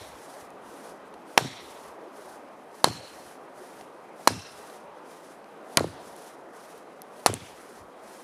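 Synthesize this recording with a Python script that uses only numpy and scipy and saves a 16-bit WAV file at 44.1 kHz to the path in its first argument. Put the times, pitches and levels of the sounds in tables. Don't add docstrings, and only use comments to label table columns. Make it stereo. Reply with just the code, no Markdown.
import sys
import numpy as np
from scipy import signal
from scipy.fft import rfft, irfft
from scipy.io import wavfile
from scipy.ndimage import uniform_filter1d

SR = 44100
rng = np.random.default_rng(int(sys.argv[2]) if len(sys.argv) > 2 else 0)


def attenuation_scalar(level_db):
    decades = np.asarray(level_db, float) / 20
    return 10 ** decades


def unload_audio(sound):
    columns = np.transpose(np.atleast_2d(sound))
    steps = np.round(np.clip(columns, -1, 1) * 32767)
    wavfile.write(sys.argv[1], SR, steps.astype(np.int16))


N = 362943
T = np.arange(2048) / SR
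STEP = 40
STEPS = np.arange(0, N + STEP, STEP) / SR
OPPOSED = np.array([[1], [-1]])

# (time [s], knock peak [dB], knock pitch [Hz], knock decay by 60 dB [ms], first tick [dB])
BITES = [
    (1.3760, 0.5, 806, 9.3, -3.5),
    (2.843, 4, 940, 4.7, -1.5),
    (4.2740, 5, 990, 7.5, 0.5),
    (5.7715, -7.5, 710, 6.1, -1.5),
    (7.2614, 1, 890, 5, -0.5),
]
# (near echoes [dB], far scatter [dB], swell [s], woody rattle [dB], shudder [dB])
AFTERMATH = [
    (-25, -33.5, 0.047, -14.5, -33.5),
    (-26, -35.5, 0.018, -15.5, -30.5),
    (-24, -35.5, 0.037, -24, -33.5),
    (-33, -42, 0.011, -8.5, -25.5),
    (-27, -38.5, 0.029, -12.5, -30.5),
]
# (pitch [Hz], width [Hz], boost [dB])
CUT_RINGS = [
    [(2150, 800, 6), (3550, 1200, 9), (5550, 600, 7)],
    [(2800, 700, 3), (4230, 400, 12), (5400, 900, 3)],
    [(2700, 130, 8), (4080, 600, 6), (5400, 900, 8)],
    [(1600, 500, 4), (4300, 900, 3), (9900, 1500, 4)],
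    [(2400, 900, 4), (3200, 700, 4), (9500, 1500, 3)],
]
# (frequency [Hz], density [dB per Hz])
SPLINTER_COLOUR = [(710, -11.5), (1200, -19), (1680, -15), (3500, -15), (4220, -9.5), (4970, -16),
                   (5610, -12), (8220, -16.5), (10000, -10.5), (15000, -29), (16400, -25)]


def rms_one(x):
    return x / np.sqrt(np.mean(x ** 2) + 1e-20)


def at_hz(points, hz):
    table = np.array(points)
    return np.interp(np.log(hz), np.log(table[:, 0]), table[:, 1])


def smooth(steps, size=N):
    return np.interp(np.arange(size) / STEP, np.arange(len(steps)), steps)


def drift(rate, size=N):
    r = np.exp(-2 * STEP * np.pi * rate / SR)
    noise = rng.standard_normal(size // STEP + 2002)
    slow = signal.lfilter([1], [1, -2 * r, r * r], noise)[2000:]
    return smooth(rms_one(slow), size)


def ring(x, hz, t60):
    r, w = attenuation_scalar(-60 / (t60 * SR)), 2 * np.pi * hz / SR
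    return signal.lfilter([0, np.sin(w)], [1, -2 * r * np.cos(w), r * r], x + 1e-18)


def low_cut(x, order, hz):
    return signal.sosfilt(signal.butter(order, hz, "high", fs=SR, output="sos"), x)


def resonate(x, rings):
    out = x
    for hz, width_hz, db in rings:
        r = np.exp(-1.5 * np.pi * width_hz / SR)
        b = np.array([1, 0, -1]) * (1 - r * r) / 2
        a = [1, -2 * r * np.cos(2 * np.pi * hz / SR), r * r]
        twice = signal.lfilter(b, a, signal.lfilter(b, a, x))
        out = out + (attenuation_scalar(db) - 1) * twice
    return out


def colour(x, spectrum):
    hz = np.maximum(np.arange(1025) * SR / 2048, 20)
    cepstrum = irfft(np.log(attenuation_scalar(at_hz(spectrum, hz))))
    cepstrum[1:1024] *= 2
    cepstrum[1025:] = 0
    return irfft(rfft(x, 2048) * np.exp(rfft(cepstrum)))


def bands(size, first):
    # (frequency [Hz], likeness [-1 to 1])
    likeness = [(60, -2.6), (130, -0.22), (290, 0.8), (640, 0.66), (1410, 0.71), (3100, 0.7), (6820, 0.78),
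                (15000, 0.58)]
    # (frequency [Hz], left minus right [dB])
    lean = [(60, 1), (150, 2.5), (380, 4.5), (950, 5), (2380, 4), (5980, 0.5), (15000, 1.5)]
    edges = 25 * 2 ** np.arange(0, 9.7, 1 / 3)
    white = rng.standard_normal((2, 2, size))
    for k, (low, high) in enumerate(zip(edges[first:-1], edges[first + 1:-1])):
        band_pass = signal.butter(2, [low, high], "band", fs=SR, output="sos")
        mid, side = signal.sosfilt(band_pass, white[k % 2])
        hz = np.sqrt(low * high)
        alike = np.clip(at_hz(likeness, hz), -1, 1)
        pair = np.sqrt(1 + alike) * mid + np.sqrt(1 - alike) * side * OPPOSED
        yield hz, pair * attenuation_scalar(at_hz(lean, hz) / 2 * OPPOSED)


def add(out, s, sound):
    at = round(s * SR)
    sound, at = sound[..., max(-at, 0):], max(at, 0)
    out[:, at:at + sound.shape[-1]] += sound[..., :N - at]


def rubbing():
    # (start [s], length [s], level [dB])
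    sweeps = [(-.1, 0.19, -60), (.1, 0.33, -60.5), (0.614, .28, -61), (1.24, .16, -62), (1.55, 0.33, -60.5),
              (2.1, 0.25, -62.5), (2.7, 0.27, -62), (3.0, 0.32, -60), (3.52, 0.29, -62.5),
              (4.13, 0.31, -63), (4.45, 0.31, -59.5), (5.02, 0.29, -64), (5.64, 0.28, -61.5),
              (5.98, 0.32, -61.5), (6.5, 0.28, -63), (7.1, 0.41, -61.5), (7.5, 0.29, -62.5),
              (8.0, 0.23, -61)]
    rise_s, fall_s, growth_db, rest_db = 0.072, 0.038, 0.5, -73
    power = attenuation_scalar(rest_db) ** 2
    for s, length, db in sweeps:
        since = STEPS - s
        shape = np.clip(since / rise_s, 0, 1) * np.exp(-np.maximum(since - length, 0) / fall_s)
        growth = growth_db * np.clip(since / length - 0.5, -1, 1)
        power = power + (shape * attenuation_scalar(db + growth)) ** 2
    return smooth(np.sqrt(power))


def wind_and_cloth():
    # (time [s], level [dB])
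    strength = [(0.0, -47), (0.37, -45), (1.51, -45.5), (1.97, -45), (2.86, -47.5), (3.0, -46),
                (4.56, -46.5), (4.7, -45.5), (5.52, -47.5), (5.91, -43.5), (6.19, -46.5), (7.01, -47),
                (7.17, -46.5), (7.47, -48), (8.23, -46)]
    # (frequency [Hz], density [dB per Hz])
    pines = [(65, -51), (110, -14.5), (138, -12), (174, -7.5), (463, -1), (571, -1.5), (633, 0), (796, -4),
             (1260, -8), (1430, -12), (3640, -29.5), (8210, -45.5), (9310, -46), (16000, -49)]
    # (frequency [Hz], density [dB per Hz])
    fabric = [(880, -32.5), (1500, -5), (1660, 8), (1910, -11.5), (2930, -7.5), (4240, -9.5), (4740, -6.5),
              (6660, -6.5), (7890, -11.5), (9930, -6), (15000, -21.5), (15700, -32), (16400, -56.5)]
    wind, cloth, gust, rub = 0, 0, drift(4.4), drift(25)
    for hz, band in bands(N, first=7):
        if hz > 120:
            wind = wind + band * attenuation_scalar(at_hz(pines, hz) + 0.22 * gust + 1.5 * drift(7.5))
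        if hz > 1400:
            other = np.roll(band, N // 2, axis=1)
            cloth = cloth + other * attenuation_scalar(at_hz(fabric, hz) + 1.4 * rub + 0.61 * drift(9.3))
    cloth = resonate(cloth, [(10020, 1700, 3.1)])
    wind_gain = attenuation_scalar(np.interp(np.arange(N) / SR, *np.transpose(strength)))
    return wind_gain * attenuation_scalar(0.5) * rms_one(wind) + rubbing() * attenuation_scalar(5.5) * rms_one(cloth)


def puffing():
    # (time [s], peak [dB], length [s])
    puffs = [(0.0, -50, 0.035), (0.117, -57, .06), (1.16, -70, .04), (.43, -61, 0.025), (.546, -72, .03),
             (.68, -63, 0.037), (0.885, -60, .035), (1.03, -72, .04), (1.885, -58, .03), (2.32, -72, 0.058),
             (2.68, -76, .05), (3.28, -70, 0.034), (3.6, -72.5, .03), (3.79, -71, .06), (4.93, -72, 0.062),
             (5.318, -79, 0.056), (6.43, -79, .06), (6.78, -78.5, 0.048), (7.824, -57, 0.04),
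             (8.052, -70.5, .04)]
    shake_delay_s, shake_db, shake_fade_s = 0.27, -63, 0.058
    gain = 0
    for s, db, length in puffs:
        gain = gain + attenuation_scalar(db) * np.exp(-((STEPS - s) / length) ** 2)
    for s, *_ in BITES:
        late = (STEPS - s - shake_delay_s) / shake_fade_s
        gain = gain + attenuation_scalar(shake_db) * (STEPS > s) * np.exp(-np.abs(late))
    return smooth(gain)


def ports():
    low_band = signal.butter(1, [55, 120], "band", fs=SR, output="sos")
    dull = signal.butter(2, 125, fs=SR, output="sos")
    rumble = signal.sosfilt(low_band, rng.standard_normal((2, N)))
    mid, side = signal.sosfilt(dull, rumble)
    gain = puffing() * attenuation_scalar(-0.5) + attenuation_scalar(-79)
    return gain * (rms_one(mid) + 1.3 * rms_one(side) * OPPOSED)


def forest():
    # (frequency [Hz], density [dB per Hz])
    scatter = [(300, -7.5), (900, -2.5), (2000, -10), (4000, -9.5), (6000, -9.5), (8000, -13), (10000, -11),
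               (15000, -38)]
    # (frequency [Hz], decay by 60 dB [s])
    scatter_t60 = [(300, 0.13), (1000, 0.69), (3000, 0.74), (6000, 0.54), (12000, 0.45)]
    earlier_s, earlier_db = -0.09, -13.5
    stand_s, stand_spread_s, stand_db = 0.21, 0.035, 2.5
    times = [s for s, *_ in BITES] + [earlier_s]
    after = AFTERMATH + [np.add(AFTERMATH[0], [0, earlier_db, 0, 0, 0])]
    out, t = np.zeros((2, N)), np.arange(SR * 3 // 4) / SR
    size = len(t)
    onset = np.clip(t / 0.004, 0, 1)
    near = onset * np.exp(-t / 0.025)
    stand = stand_db * np.exp(-((t - stand_s) / stand_spread_s) ** 2)
    for s, (near_db, far_db, swell_s, rattle_db, _), rings in zip(times, after, CUT_RINGS + CUT_RINGS[:1]):
        tail, wood = 0, 0
        for hz, band in bands(size, first=9):
            if hz > 200:
                fade_db = at_hz(scatter, hz) - 60 * t / at_hz(scatter_t60, hz)
                tail = tail + band * attenuation_scalar(fade_db + 2.0 * drift(35, size))
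                wood = wood + band * attenuation_scalar(-9 * np.log2(hz / 900) ** 2)
        far = attenuation_scalar(far_db + 15 + stand) * (1 - np.exp(-t / np.maximum(swell_s, 0.005)))
        patches = attenuation_scalar(0.92 * drift(25, size))
        add(out, s, tail * near * attenuation_scalar(near_db + 10.5) + resonate(tail, rings) * far * patches)
        add(out, s, rms_one(wood) * onset * attenuation_scalar(rattle_db) * np.exp(-t / 0.0096))
    return out


def snaps():
    # (time [s], peak [dB], tilt [dB per octave], decay [ms])
    events = [(.504, -41.5, 3, 0.77), (1.1393, -40.5, -6, 3), (1.3864, -14, -24, 1.3),
              (2.884, -15.5, -5, 1), (3.81, -34.5, -6.5, 2), (4.699, -37, -7.5, 0.73),
              (5.443, -42, -5, 0.48), (5.794, -17, -4, 1.2), (6.1639, -36, 10, 0.65), (6.7787, -39, 7, .6),
              (7.0183, -25, 6.5, 0.33), (7.2665, -3, -1.5, 1.5), (7.2714, -19, 4, 1),
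              (7.3396, -7, 5.5, 0.17)]
    out = np.zeros((2, N))
    for s, db, tilt_db, ms in events:
        puff = rng.standard_normal(len(T)) * np.exp(-T / ms * 1000)
        tilted = [(hz, d + tilt_db * np.log2(hz / 4000)) for hz, d in [(300, -53.5)] + SPLINTER_COLOUR]
        puff = colour(puff, tilted)
        add(out, s + 0.0005, attenuation_scalar(db) * puff / np.abs(puff).max())
    return out


def chips():
    # (time [s], peak [dB], pitch [Hz])
    drops = [
        (0.737, -51, 288),
        (2.178, -47.5, 415),
        (3.608, -44, 367),
    ]
    out, t = np.zeros((2, N)), np.arange(SR // 4) / SR
    for s, db, hz in drops:
        swell_and_fade = (t / 0.0035) * np.exp(1 - t / 0.0066)
        add(out, s, attenuation_scalar(db) * np.sin(2 * np.pi * hz * t) * swell_and_fade)
    return out


def crack(tick_db, split, rings):
    start, length, split_db, bright_db = split
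    ms = T * 1000
    burst = np.exp(-((ms - start - length / 2) / length * 2) ** 4)
    burst = burst + 0.049 * (ms > start) * np.exp(-ms / 8.4)
    gate = attenuation_scalar(split_db) * burst + attenuation_scalar(tick_db) * np.exp(-ms / 1.0)
    fibres = rng.standard_normal((2, len(T))) * attenuation_scalar(0.36 * rng.standard_normal(len(T)))
    tilted = [(hz, d + bright_db * (hz > 7000)) for hz, d in SPLINTER_COLOUR]
    sound = colour((fibres[0] + 0.13 * fibres[1] * OPPOSED) * gate, tilted)
    sound = resonate(sound, np.multiply(rings, [1, 1.5, 0.3]))
    return sound / np.abs(sound).max() * gate.max()


def knock(db, hz, decay_ms):
    push = np.exp(-((T * 1000 - 0.5) / 0.1) ** 2)
    sound = ring(push, hz, decay_ms / 1000)
    sound = sound + 0.037 * ring(push, 320, 0.0024) + 0.16 * ring(push, hz * 1.1, 0.013)
    return attenuation_scalar(db) * sound / np.abs(sound).max()


def blows():
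    # (start [ms], length [ms], peak [dB], brightness above 7 kHz [dB])
    splits = [
        (2.22, 0.96, 3.5, -9.5),
        (0.45, 1.5, -2, -4),
        (2.2, 2.02, 2, -7.5),
        (0.11, 2.8, -1, -6.5),
        (0.85, 2.8, -13, -4.5),
    ]
    out = np.zeros((2, N))
    for (s, db, hz, decay_ms, tick_db), split, rings in zip(BITES, splits, CUT_RINGS):
        both = attenuation_scalar([[1.4], [-1.4]]) * crack(tick_db, split, rings)
        both = both + attenuation_scalar([[1.0], [-2.4]]) * knock(db, hz, decay_ms)
        add(out, s, low_cut(both, 2, 190))
    return out


def returning_wave():
    # (time [s], peak [dB])
    returns = [
        (1.407, -21),
        (1.445, -28),
        (2.872, -14.5),
        (2.91, -30.5),
        (4.304, -19.5),
        (4.341, -43),
        (5.8064, -11.5),
        (5.842, -15),
        (7.2959, -18),
        (7.3312, -23.5),
    ]
    out = np.zeros((2, N))
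    phase = 2 * np.pi * 1750 * 0.001127 * np.log(1 + T / 0.00124)
    chirp = np.cos(phase) * (1 - np.exp(-T / 0.001)) ** 2 * np.exp(-(T / 0.0062) ** 3)
    chirp = low_cut(chirp, 2, 130)
    for s, db in returns:
        grain = attenuation_scalar(4 * uniform_filter1d(rng.standard_normal((2, len(T))), size=30))
        add(out, s, attenuation_scalar(db + OPPOSED) * grain * chirp / np.abs(chirp).max())
    return out


def shudder():
    # (pitch [Hz], level [dB], decay by 60 dB [s])
    tones = [(84, -6, .1), (100, -5, .08), (118, -5, .06), (137, -5, .06), (180, -4, .045), (268, -3, .045),
             (350, -9, .035)]
    out, shake = np.zeros((2, N)), np.zeros(N)
    t = np.arange(SR // 2) / SR
    for (s, *_), (*_, shudder_db) in zip(BITES, AFTERMATH):
        shake[round(s * SR):][:len(t)] += attenuation_scalar(shudder_db) * (t / 0.018) * np.exp(-t / 0.03)
    jolts = shake * attenuation_scalar(4.9 * drift(45))
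    for hz, db, t60 in tones:
        mid, side = ring(jolts * rng.standard_normal((2, N)), hz, t60)
        out += attenuation_scalar(db - 18.0) * (mid + 0.45 * side * OPPOSED)
    return out


def trunk():
    return low_cut(returning_wave() + shudder(), 4, 95)


def scene():
    return blows() + trunk() + forest() + snaps() + chips() + wind_and_cloth() + ports()


def band_limit(x):
    return signal.sosfilt(signal.butter(12, 16520, fs=SR, output="sos"), x)


def record(dry):
    slope = 22 * np.arange(N) / SR
    peak_db = 20 * np.log10(np.abs(dry).max(axis=0) + 1e-9)
    over_db = np.maximum(peak_db + 12, 0) * 0.37
    held_db = np.maximum.accumulate(over_db + slope) - slope
    dip_db = signal.lfilter([0.004], [1, -0.996], held_db)
    wet = np.clip(dry * attenuation_scalar(-dip_db), -0.92, 0.92)
    top_cut = signal.cheby2(10, 70, 16900, fs=SR, output="sos")
    return band_limit(signal.sosfilt(top_cut, low_cut(wet, 1, 70)))


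dry = scene()
out = record(dry)
unload_audio(out)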